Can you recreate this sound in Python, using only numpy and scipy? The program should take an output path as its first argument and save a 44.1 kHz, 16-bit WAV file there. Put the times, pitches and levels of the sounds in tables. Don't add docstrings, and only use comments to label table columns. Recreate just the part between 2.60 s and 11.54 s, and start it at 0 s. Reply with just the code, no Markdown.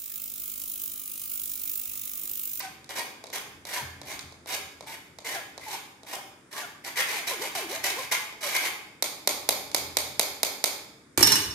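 import sys
import numpy as np
from scipy import signal
from scipy.fft import rfft, irfft
from scipy.io import wavfile

SR = 44100
rng = np.random.default_rng(int(sys.argv[2]) if len(sys.argv) > 2 else 0)


def output_pcm(signal):
    pcm = np.clip(np.atleast_2d(signal).T, -1, 1) * 32767
    wavfile.write(sys.argv[1], SR, np.round(pcm).astype(np.int16))


N = 394254
SIZE = 2 ** 19
HZ = np.maximum(np.arange(SIZE // 2 + 1) * SR / SIZE, 1)
LEFT_RIGHT = np.array([[1], [-1]])


def amp(db):
    return 10 ** (np.asarray(db) / 20)


def rms_one(x):
    return x / np.sqrt(np.mean(x ** 2) + 1e-20)


def at_hz(points, hz):
    point_hz, values = np.transpose(points)
    return np.interp(np.log(hz), np.log(point_hz), values)


def colour(x, points):
    cepstrum = irfft(np.log(amp(at_hz(points, HZ[::64]))))
    half = len(cepstrum) // 2
    cepstrum[1:half] *= 2
    cepstrum[half + 1:] = 0
    response = irfft(np.exp(rfft(cepstrum)))
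    response /= np.sqrt(np.sum(response ** 2))
    return signal.fftconvolve(x, response)[:len(x)]


def drift(rate_hz):
    r = np.exp(-2 * np.pi * rate_hz / SR)
    noise = rng.standard_normal(N + SR)
    return rms_one(signal.lfilter([1], [1, -2 * r, r * r], noise)[SR:])


def resonances(x, modes):
    out = 0
    for hz, width_hz, db in modes:
        r = np.exp(-np.pi * width_hz / SR)
        feedback = [2, -4 * r * np.cos(2 * np.pi * hz / SR), 2 * r * r]
        out = out + amp(db) * signal.lfilter([1 - r * r, 0, r * r - 1], feedback, x)
    return out


def clicks(times, levels_db):
    out = np.full(N, 1e-18)
    out[np.round(np.asarray(times) * SR).astype(int)] = amp(levels_db)
    return out


def blows(times, levels_db, t60):
    out, t = np.zeros(N + SR), np.arange(SR // 10) / SR
    envelope = amp(-60 * t / t60) * np.minimum(t / 0.00096, 1)
    for s, db in zip(times, levels_db):
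        out[round(s * SR):][:len(t)] += amp(db) * rng.standard_normal(len(t)) * envelope
    return out[:N]


# frequency in Hz, likeness from 0 to 1.
PORT_LIKENESS = [(60, 0.8), (180, 0.99), (550, 0.72), (1650, 0), (4970, 0.04), (15000, 0)]
# frequency in Hz, left over right in dB.
DIFFUSE_BALANCE = [(60, -2.5), (130, 1.5), (290, 1), (640, 2), (1410, 0.5), (3100, 0.5), (6820, -6.5),
                   (15000, 0)]


def to_ports(mid, side):
    alike = at_hz(PORT_LIKENESS, HZ)
    common = np.sqrt((1 + alike) / 2) * rfft(mid, SIZE)
    opposed = np.sqrt((1 - alike) / 2) * rfft(side, SIZE) * LEFT_RIGHT
    return (common + opposed) * amp(at_hz(DIFFUSE_BALANCE, HZ) / 2 * LEFT_RIGHT)


# frequency in Hz, relative level in dB per Hz.
AIR_SPECTRUM = [(18, -59.5), (30, -13.5), (121, 4), (233, 3), (295, 7), (554, -4.5), (822, -16.5),
                (1250, -5), (2120, -9), (2830, -21), (9460, -16.5), (11700, -28), (16000, -48)]
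AIR_DB = -57.5
# time in seconds, level in dB.
RUMBLE_LEVEL = [(0.0, -78), (0.12, -62), (0.66, -80), (0.97, -54.5), (1.11, -77), (1.25, -52), (1.51, -56),
                (1.63, -53), (1.75, -63.5), (3.22, -66), (3.41, -98.5), (5.18, -60), (6.37, -78),
                (7.29, -51), (8.5, -79)]
# start in seconds, level in dB.
FLOOR_BUMPS = [(0.857, -56), (0.968, -60), (1.212, -39.5), (1.538, -51), (1.638, -47)]
# frequency in Hz, bandwidth in Hz, gain in dB.
ROOM_MODES = [(84.1, 4.5, 3.5), (120.6, 11, -5), (136, 12, -11), (195, 10, -23.5), (281.3, 3.3, 0),
              (330, 5.9, -35), (353, 14, -24)]


def background():
    rumble_s, rumble_db = np.transpose(RUMBLE_LEVEL)
    rumble_level = amp(np.interp(np.arange(N) / SR, rumble_s, rumble_db))
    bump_s, bump_db = np.transpose(FLOOR_BUMPS)
    white = rng.standard_normal((4, N))
    air = np.array([amp(AIR_DB) * colour(w, AIR_SPECTRUM) for w in white[:2]])
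    rumble = np.array([rumble_level * rms_one(resonances(w, ROOM_MODES)) for w in white[2:]])
    bumps = amp(28) * resonances(blows(bump_s, bump_db, 0.21), ROOM_MODES[:4])
    mid, side = air + rumble + bumps * [[1], [.3]]
    return irfft(to_ports(mid, side), SIZE)[:, :N]


# frequency in Hz, time to fall 60 dB in seconds.
REVERBERATION = [(100, 1.46), (530, 0.78), (1390, 0.75), (3680, 0.66), (9700, 0.51), (16000, 0.51)]
# frequency in Hz, gain in dB.
ROOM_TINT = [(100, 3), (300, 1.5), (700, 0.5), (1200, 5), (1700, 4), (2250, 4), (2900, 5.5), (3700, 2),
             (4500, 2.5), (6000, 3), (10500, 1.5), (15000, -4)]
# delay in seconds, level in dB.
WALL_ECHOES = [(.0055, -9.5), (0.0182, -12), (.027, -32), (0.036, -15)]
ROOM_ONSET_S, ROOM_DB = 0.018, -2.5


def kitchen():
    t = np.arange(int(1.5 * SR)) / SR
    white, tail = rng.standard_normal((2, len(t))), 0
    edges = 60 * 2 ** np.arange(0, 8.5, .5)
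    for low, high in zip(edges, edges[1:]):
        band_filter = signal.butter(2, [low, min(high, .45 * SR)], "band", fs=SR, output="sos")
        decay = amp(-60 * t / at_hz(REVERBERATION, np.sqrt(low * high)))
        tail = tail + decay * signal.sosfilt(band_filter, white)
    tail = tail * np.clip(t / ROOM_ONSET_S, 0, 1) ** 2
    tail = amp(ROOM_DB) * tail / np.sqrt(np.sum(tail[0] ** 2))
    for s, db in WALL_ECHOES:
        smear = (t > s) * amp(-60 * np.abs(t - s) / 0.0086) / 6
        tail += amp(db) * rng.standard_normal(tail.shape) * smear
    return to_ports(*tail) * amp(at_hz(ROOM_TINT, HZ))


# frequency in Hz, left over right in dB.
DIRECT_BALANCE = [(60, -7), (150, 3), (380, 1.5), (950, 1.5), (2380, 7.5), (5980, -14.5), (15000, 2.5)]
# first delay in seconds, second delay in seconds.
SCATTER_DELAYS = [(0.0003214, .00072), (.00024, .00079)]
TRAVEL_S = 0.000494


def direct_path():
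    shading = amp(at_hz(DIRECT_BALANCE, HZ) / 2 * LEFT_RIGHT)
    path = shading * np.exp(-2j * np.pi * HZ * TRAVEL_S)
    for lags in np.transpose(SCATTER_DELAYS):
        late = np.exp(-2j * np.pi * HZ * lags[:, None])
        path *= (.65 - late) / (1 - 0.71 * late)
    return path


# lower modes in dB, upper modes in dB, thud of the table in dB.
BOUNCES = [(8.575, -14.5, -17, -36, -1), (8.592, -24, -17, -22, -18), (8.607, -18, -12, -23, 1),
           (8.627, -11.5, -10, -4, -9), (8.671, -15, -4.5, -6, -18), (8.719, -15, -7.5, -5.5, -14),
           (8.755, -18.5, -8, -4, -13)]
# frequency in Hz, level in dB, time to fall 60 dB in seconds.
BOWL_MODES = [(1750, -13, .17), (2893, -12, .3), (3661, -11, .35), (4115, -10, .35), (4714, -7, .14),
              (5263, -17, .15), (5417, 2, .16), (5550, -8, .17), (6057, -17, .15), (6250, -10, .13),
              (6514, -14, .1), (7644, -16, .1), (8253, -12, .06), (9808, -15, .06), (11480, -4, .035)]
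# frequency in Hz, relative level in dB per Hz.
CLANK_SPECTRUM = [(530, -31), (900, -3), (1390, -5.5), (1750, -2.5), (3770, -6.5), (4920, -4.5),
                  (5410, -7.5), (11800, -2.5), (15100, -12), (16000, -52)]
# frequency in Hz, relative level in dB per Hz.
TABLE_SPECTRUM = [(35, -52), (60, -10), (81, -12), (108, 5.5), (155, -9.5), (340, 6), (483, -1.5),
                  (619, -2), (718, -2.5), (900, -4.5), (1170, -15), (1980, -120)]
# frequency in Hz, bandwidth in Hz, gain in dB.
TABLE_MODES = [(82, 8, 15.5), (114.5, 11, -15), (189, 5.9, 4.5), (290, 7.6, -2), (363, 20, 2), (335, 36, 9)]
SPLIT_HZ, STRIKE_SPREAD_DB, THUD_LAG_S = 11, 3, .003


def bowl():
    s, db, lower_db, upper_db, thud_db = np.transpose(BOUNCES)
    thud = clicks(s + THUD_LAG_S, db + thud_db)
    clank = amp(17) * clicks(s, db) + blows(s, db - 3.5, 0.055)
    table = amp(16.5) * colour(thud, TABLE_SPECTRUM) + amp(21) * resonances(thud, TABLE_MODES)
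    out = colour(clank, CLANK_SPECTRUM) + table
    a = round(s[0] * SR)
    for hz, level_db, t60 in BOWL_MODES:
        ring_db = lower_db if hz < 5000 else upper_db
        for twin_hz in hz + SPLIT_HZ * rng.uniform(0.38, 1) * np.array([-1, 1]):
            strike_db = rng.normal(0, STRIKE_SPREAD_DB, len(s))
            struck = clicks(s, db + ring_db + level_db + strike_db) * rng.choice([-1, 1], N)
            r, w = amp(-60 / (t60 * SR)), 2 * np.pi * twin_hz / SR
            feedback = [1, -2 * r * np.cos(w), r * r]
            out[a:] += signal.lfilter([0, np.sin(w) / np.sqrt(2)], feedback, struck[a:])
    return out


# frequency in Hz, relative level in dB per Hz.
RIM_SPECTRUM = [(760, -34), (1300, -1.5), (1660, -8.5), (2220, 0.5), (2950, -10.5), (3840, 3), (5720, -1.5),
                (9360, -3.5), (10600, -1), (11400, -1.5), (13000, -4.5), (15200, -9), (16000, -45)]
# frequency in Hz, bandwidth in Hz, gain in dB.
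RIM_MODES = [(2255, 60, -9), (3815, 240, -5), (5050, 146, -13.5), (10640, 490, 1)]
# frequency in Hz, relative level in dB per Hz.
FRAME_SPECTRUM = [(120, -36.5), (200, -11), (420, -0.5), (598, 4.5), (984, -0.5), (1250, -8), (1500, -14.5),
                  (1950, -31), (3300, -120)]
RIM_RINGS_DB, RIM_SPREAD_DB = 3.5, 5.5


def strainer_hits(rows, gain_db):
    s, db, low_db = np.transpose(rows)
    rings = 0
    for mode in RIM_MODES:
        own_db = RIM_SPREAD_DB * rng.standard_normal(len(s))
        rings = rings + resonances(clicks(s, db + RIM_RINGS_DB + own_db), [mode])
    crack = colour(clicks(s, db), RIM_SPECTRUM)
    knock = amp(2) * colour(clicks(s, db + low_db), FRAME_SPECTRUM)
    return amp(gain_db) * (crack + rings + knock)


# start in seconds, level in dB, low knock against it in dB.
RIM_KNOCKS = [(6.4238, -11, -10), (6.6738, -8, -8.5), (6.8894, -8, -8), (7.1458, -9.5, -9),
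              (7.3692, -9, -10), (7.5945, -7.5, -10), (7.831, -9, -10), (8.0403, -8, -11)]


def rim_knocks():
    return strainer_hits(RIM_KNOCKS, 13.7)


# start in seconds, level in dB, low knock against it in dB.
MESH_TOUCHES = [(0.243, -35, -13), (0.2915, -26, -12), (0.6394, -27.5, -1.5), (0.668, -31, -14),
                (0.701, -32, -3), (1.0516, -25, -8), (1.4149, -27, -3.5), (1.5917, -21.5, -31),
                (1.7229, -35.5, -2), (1.8587, -34.5, 2), (2.2074, -29, 1), (2.227, -52, -4),
                (2.5644, -55, -8), (2.586, -27.5, -4), (2.6466, -33, -11), (2.9775, -26, -2),
                (3.4321, -36, -2), (3.446, -48, 7), (4.2477, -23.5, -27), (5.7247, -37, -1),
                (7.115, -25, -24)]
PULP_CUT_HZ = 8300


def mesh_touches():
    pulp = signal.butter(2, PULP_CUT_HZ, fs=SR, output="sos")
    return signal.sosfilt(pulp, strainer_hits(MESH_TOUCHES, 9.6))


# start in seconds, length in seconds, wire rate
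# at the start in Hz, midway in Hz, at the end in Hz, tone level in dB, octave level in dB.
SINGING_STRETCHES = [(0.027, 0.059, 770, 763, 758, -37.5, -46), (0.364, 0.059, 696, 929, 946, -40, -42),
                     (1.154, 0.065, 1050, 990, 850, -36, -55), (1.894, 0.085, 730, 766, 957, -48, -61),
                     (2.265, 0.058, 888, 920, 870, -43, -65), (2.745, 0.05, 861, 700, 667, -37.5, -42),
                     (3.062, .04, 936, 820, 841, -37, -60), (3.13, 0.029, 854, 907, 799, -39, -62),
                     (3.523, 0.078, 882, 700, 793, -41, -55), (3.934, 0.09, 1060, 1130, 1194, -42.5, -56),
                     (4.02, 0.037, 760, 720, 656, -41.5, -41), (4.375, 0.03, 500, 501, 520, -38, -56),
                     (4.503, 0.11, 462.3, 418, 320, -61, -41), (4.68, .11, 720, 477, 295, -40, -52),
                     (4.699, .04, 892, 1025, 1050, -34, -57), (4.82, 0.0593, 915, 820, 764, -40, -65),
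                     (4.79, 0.074, 299, 510, 530, -37.5, -48), (4.95, .05, 840, 689, 630, -35, -55),
                     (5.0, .07, 520, 385, 285, -39, -49), (5.085, .06, 284, 420, 640, -36.5, -48),
                     (5.14, .05, 643, 647, 660, -38, -55), (5.25, 0.047, 793, 780, 774, -42.5, -73),
                     (5.297, .055, 490, 396, 320, -42, -52), (5.362, 0.058, 415, 533, 493, -38, -38.5),
                     (5.83, 0.057, 642, 575, 547, -34, -68)]
SONG_SWELL_DB = 4.5
SONG_WAVER, SONG_FLICKER_DB = .015, 2


def wire_song():
    out, waver = np.zeros(N), 1 + SONG_WAVER * drift(35)
    for s, length, start_hz, mid_hz, end_hz, tone_db, octave_db in SINGING_STRETCHES:
        a, b = round(s * SR), round((s + length) * SR)
        way = np.linspace(0, 1, b - a)
        rate_hz = np.interp(way, [0, .5, 1], [start_hz, mid_hz, end_hz]) * waver[a:b]
        phase = 2 * np.pi * np.cumsum(rate_hz) / SR
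        fade = np.clip(np.minimum(way, 1 - way) * length / 0.0034, 0, 1)
        swell = amp(-SONG_SWELL_DB * (2 * way - 1) ** 2)
        tone = amp(tone_db) * np.sin(phase) + amp(octave_db) * np.sin(2 * phase)
        out[a:b] += fade * swell * tone
    return out * amp(SONG_FLICKER_DB * drift(60))


# strainer body in dB, air under the spoon in dB;
# pitch of that air at the start in Hz, at the end in Hz.
SPOON_STROKES = [(0.0, 0.00067, 0.056, -35, -41, -7.5, -7, 2176, 2050),
                 (0.291, 0.0059, 0.051, -40, -46, -5.5, -6, 2070, 2050),
                 (.35, 0.013, .052, -33.5, -36, -5.5, -14, 2000, 1860),
                 (0.723, .007, 0.057, -32, -36.5, -6.5, -12, 2000, 1870),
                 (1.055, 0.027, 0.13, -39.5, -33, -8, -8, 2065, 1746),
                 (1.45, 0.046, 0.1, -38, -45.5, -4.5, -8, 2023, 2184),
                 (1.866, 0.03, 0.084, -36, -29, -9, -16, 2000, 2010),
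                 (2.26, 0.011, 0.088, -44, -43, -7, -5.5, 2180, 2050),
                 (2.642, 0.004, 0.12, -39, -36.5, -6.5, -5.5, 2180, 1750),
                 (3.001, 0.028, 0.064, -49, -44, -10, 0, 2080, 2150),
                 (3.056, 0.011, 0.09, -47.5, -33, -6, -20, 2197, 2080),
                 (3.46, 0.027, 0.092, -44, -32, -4, -13, 1908, 2044),
                 (3.908, 0.029, 0.11, -39.5, -36, -7, -9.5, 1906, 1627),
                 (4.237, 0.029, 0.069, -35.5, -50, -5.5, -5.5, 2006, 1888),
                 (4.355, 0.021, 0.053, -30, -26, -11, -2.5, 2103, 1932),
                 (4.46, 0.022, .13, -36, -33, -8, -6, 1934, 2220),
                 (4.666, 0.01, 0.076, -26, -42, -8.5, -14, 2070, 2100),
                 (4.79, 0.032, .09, -35.5, -39, -5, -10, 2129, 2090),
                 (4.945, 0.0067, 0.082, -27, -36, -8.5, -26, 1976, 2000),
                 (5.08, 0.025, 0.078, -36.5, -34, -6, -11, 2000, 2073),
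                 (5.23, 0.028, .092, -27.5, -39.5, -11, -7, 2097, 2106),
                 (5.35, 0.033, 0.1, -36, -40.5, -8, -9.5, 2125, 2120),
                 (5.509, .01, 0.042, -26, -30.5, -11, -7, 2118, 2108),
                 (5.805, .03, .11, -35, -32.5, -10, -21, 2106, 2160),
                 (5.92, 0.02, 0.047, -32, -28, -8, -1.5, 2215, 2180),
                 (6.0, 0.0068, 0.07, -33, -28, -8, -6.5, 2150, 2070)]
RISE_DB, RELEASE_DB_PER_S = 9, 1200
LANDING_S = 0.0049


def strokes():
    t, level = np.arange(N) / SR, np.zeros(N)
    fall = 60 / RELEASE_DB_PER_S
    for s, rise, length, first_db, last_db, *_ in SPOON_STROKES:
        a, b = round(s * SR), round((s + length + fall) * SR)
        since = t[a:b] - s
        corners_s = [0, min(rise, length - .002), length, length + fall]
        corners_db = [first_db - RISE_DB, first_db, last_db, last_db - 60]
        landing = np.minimum(since / LANDING_S + (s == 0), 1)
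        level[a:b] += landing * amp(np.interp(since, corners_s, corners_db))
    s, _, length, _, _, body_db, hollow_db, start_hz, end_hz = np.transpose(SPOON_STROKES)
    ends = np.ravel([s, np.minimum(s + length, np.append(s[1:], N))], order="F")
    hollow_hz = np.interp(t, ends, np.ravel([start_hz, end_hz], order="F"))
    body_db, hollow_db = [np.interp(t, ends, np.repeat(db, 2)) for db in (body_db, hollow_db)]
    return level, body_db, hollow_db, hollow_hz


# frequency in Hz, relative level in dB per Hz.
MESH_SPECTRUM = [(650, -43.5), (1100, -10), (1630, -6.5), (1800, -7.5), (1950, -7), (2130, -3),
                 (2920, -7.5), (4830, -9), (8740, -13.5), (11800, -8.5), (16000, -25.5)]
# frequency in Hz, bandwidth in Hz, gain in dB.
MESH_MODES = [(1920, 60, -17), (2000, 44, -7), (3070, 130, -28), (3780, 103, 5), (4800, 80, -36),
              (5460, 120, -4)]
# frequency in Hz, relative level in dB per Hz.
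BODY_SPECTRUM = [(120, -41.5), (200, -22.5), (371, -9.5), (466, -10.5), (769, -5), (914, -7), (1000, -3),
                 (1300, -36), (1690, -59), (2860, -120)]
CONTACTS_PER_S = 6000


def scrape():
    level, body_db, hollow_db, hollow_hz = strokes()
    sizes = amp(2.7 * np.minimum(rng.exponential(1, (4, N)), 5)) * rng.choice([-1, 1], (4, N))
    clumps = amp(2.6 * drift(74) + 1.1 * drift(11))
    slips = sizes * (rng.random((4, N)) < CONTACTS_PER_S / SR) * clumps
    bright = colour(slips[0], MESH_SPECTRUM) + resonances(slips[0], MESH_MODES)
    body = colour(slips[1], BODY_SPECTRUM)
    low_pass = signal.butter(2, 160, fs=SR, output="sos")
    swell = signal.sosfilt(low_pass, slips[2] + 1j * slips[3])
    hollow = np.real(swell * np.exp(2j * np.pi * np.cumsum(hollow_hz) / SR))
    return level * (rms_one(bright) + amp(hollow_db) * rms_one(hollow) + amp(body_db) * rms_one(body))


PLACES, SONG_ROOM_DB = 3, -11


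def scene():
    near = amp(-1.5) * scrape() + mesh_touches() + rim_knocks() + bowl()
    song = wire_song()
    heard = rfft(near + song, SIZE) * direct_path()
    into_room = near + amp(SONG_ROOM_DB) * song
    shares = np.array([drift(3.36) for _ in range(PLACES)])
    for share in shares / np.linalg.norm(shares, axis=0):
        heard += rfft(share * into_room, SIZE) * kitchen()
    return irfft(heard, SIZE)[:, :N] + background()


def record(dry):
    top_cut = signal.cheby2(18, 95, 16850, fs=SR, output="sos")
    return signal.sosfilt(top_cut, np.clip(dry, -1, 1))


dry = scene()
out = record(dry)
output_pcm(out)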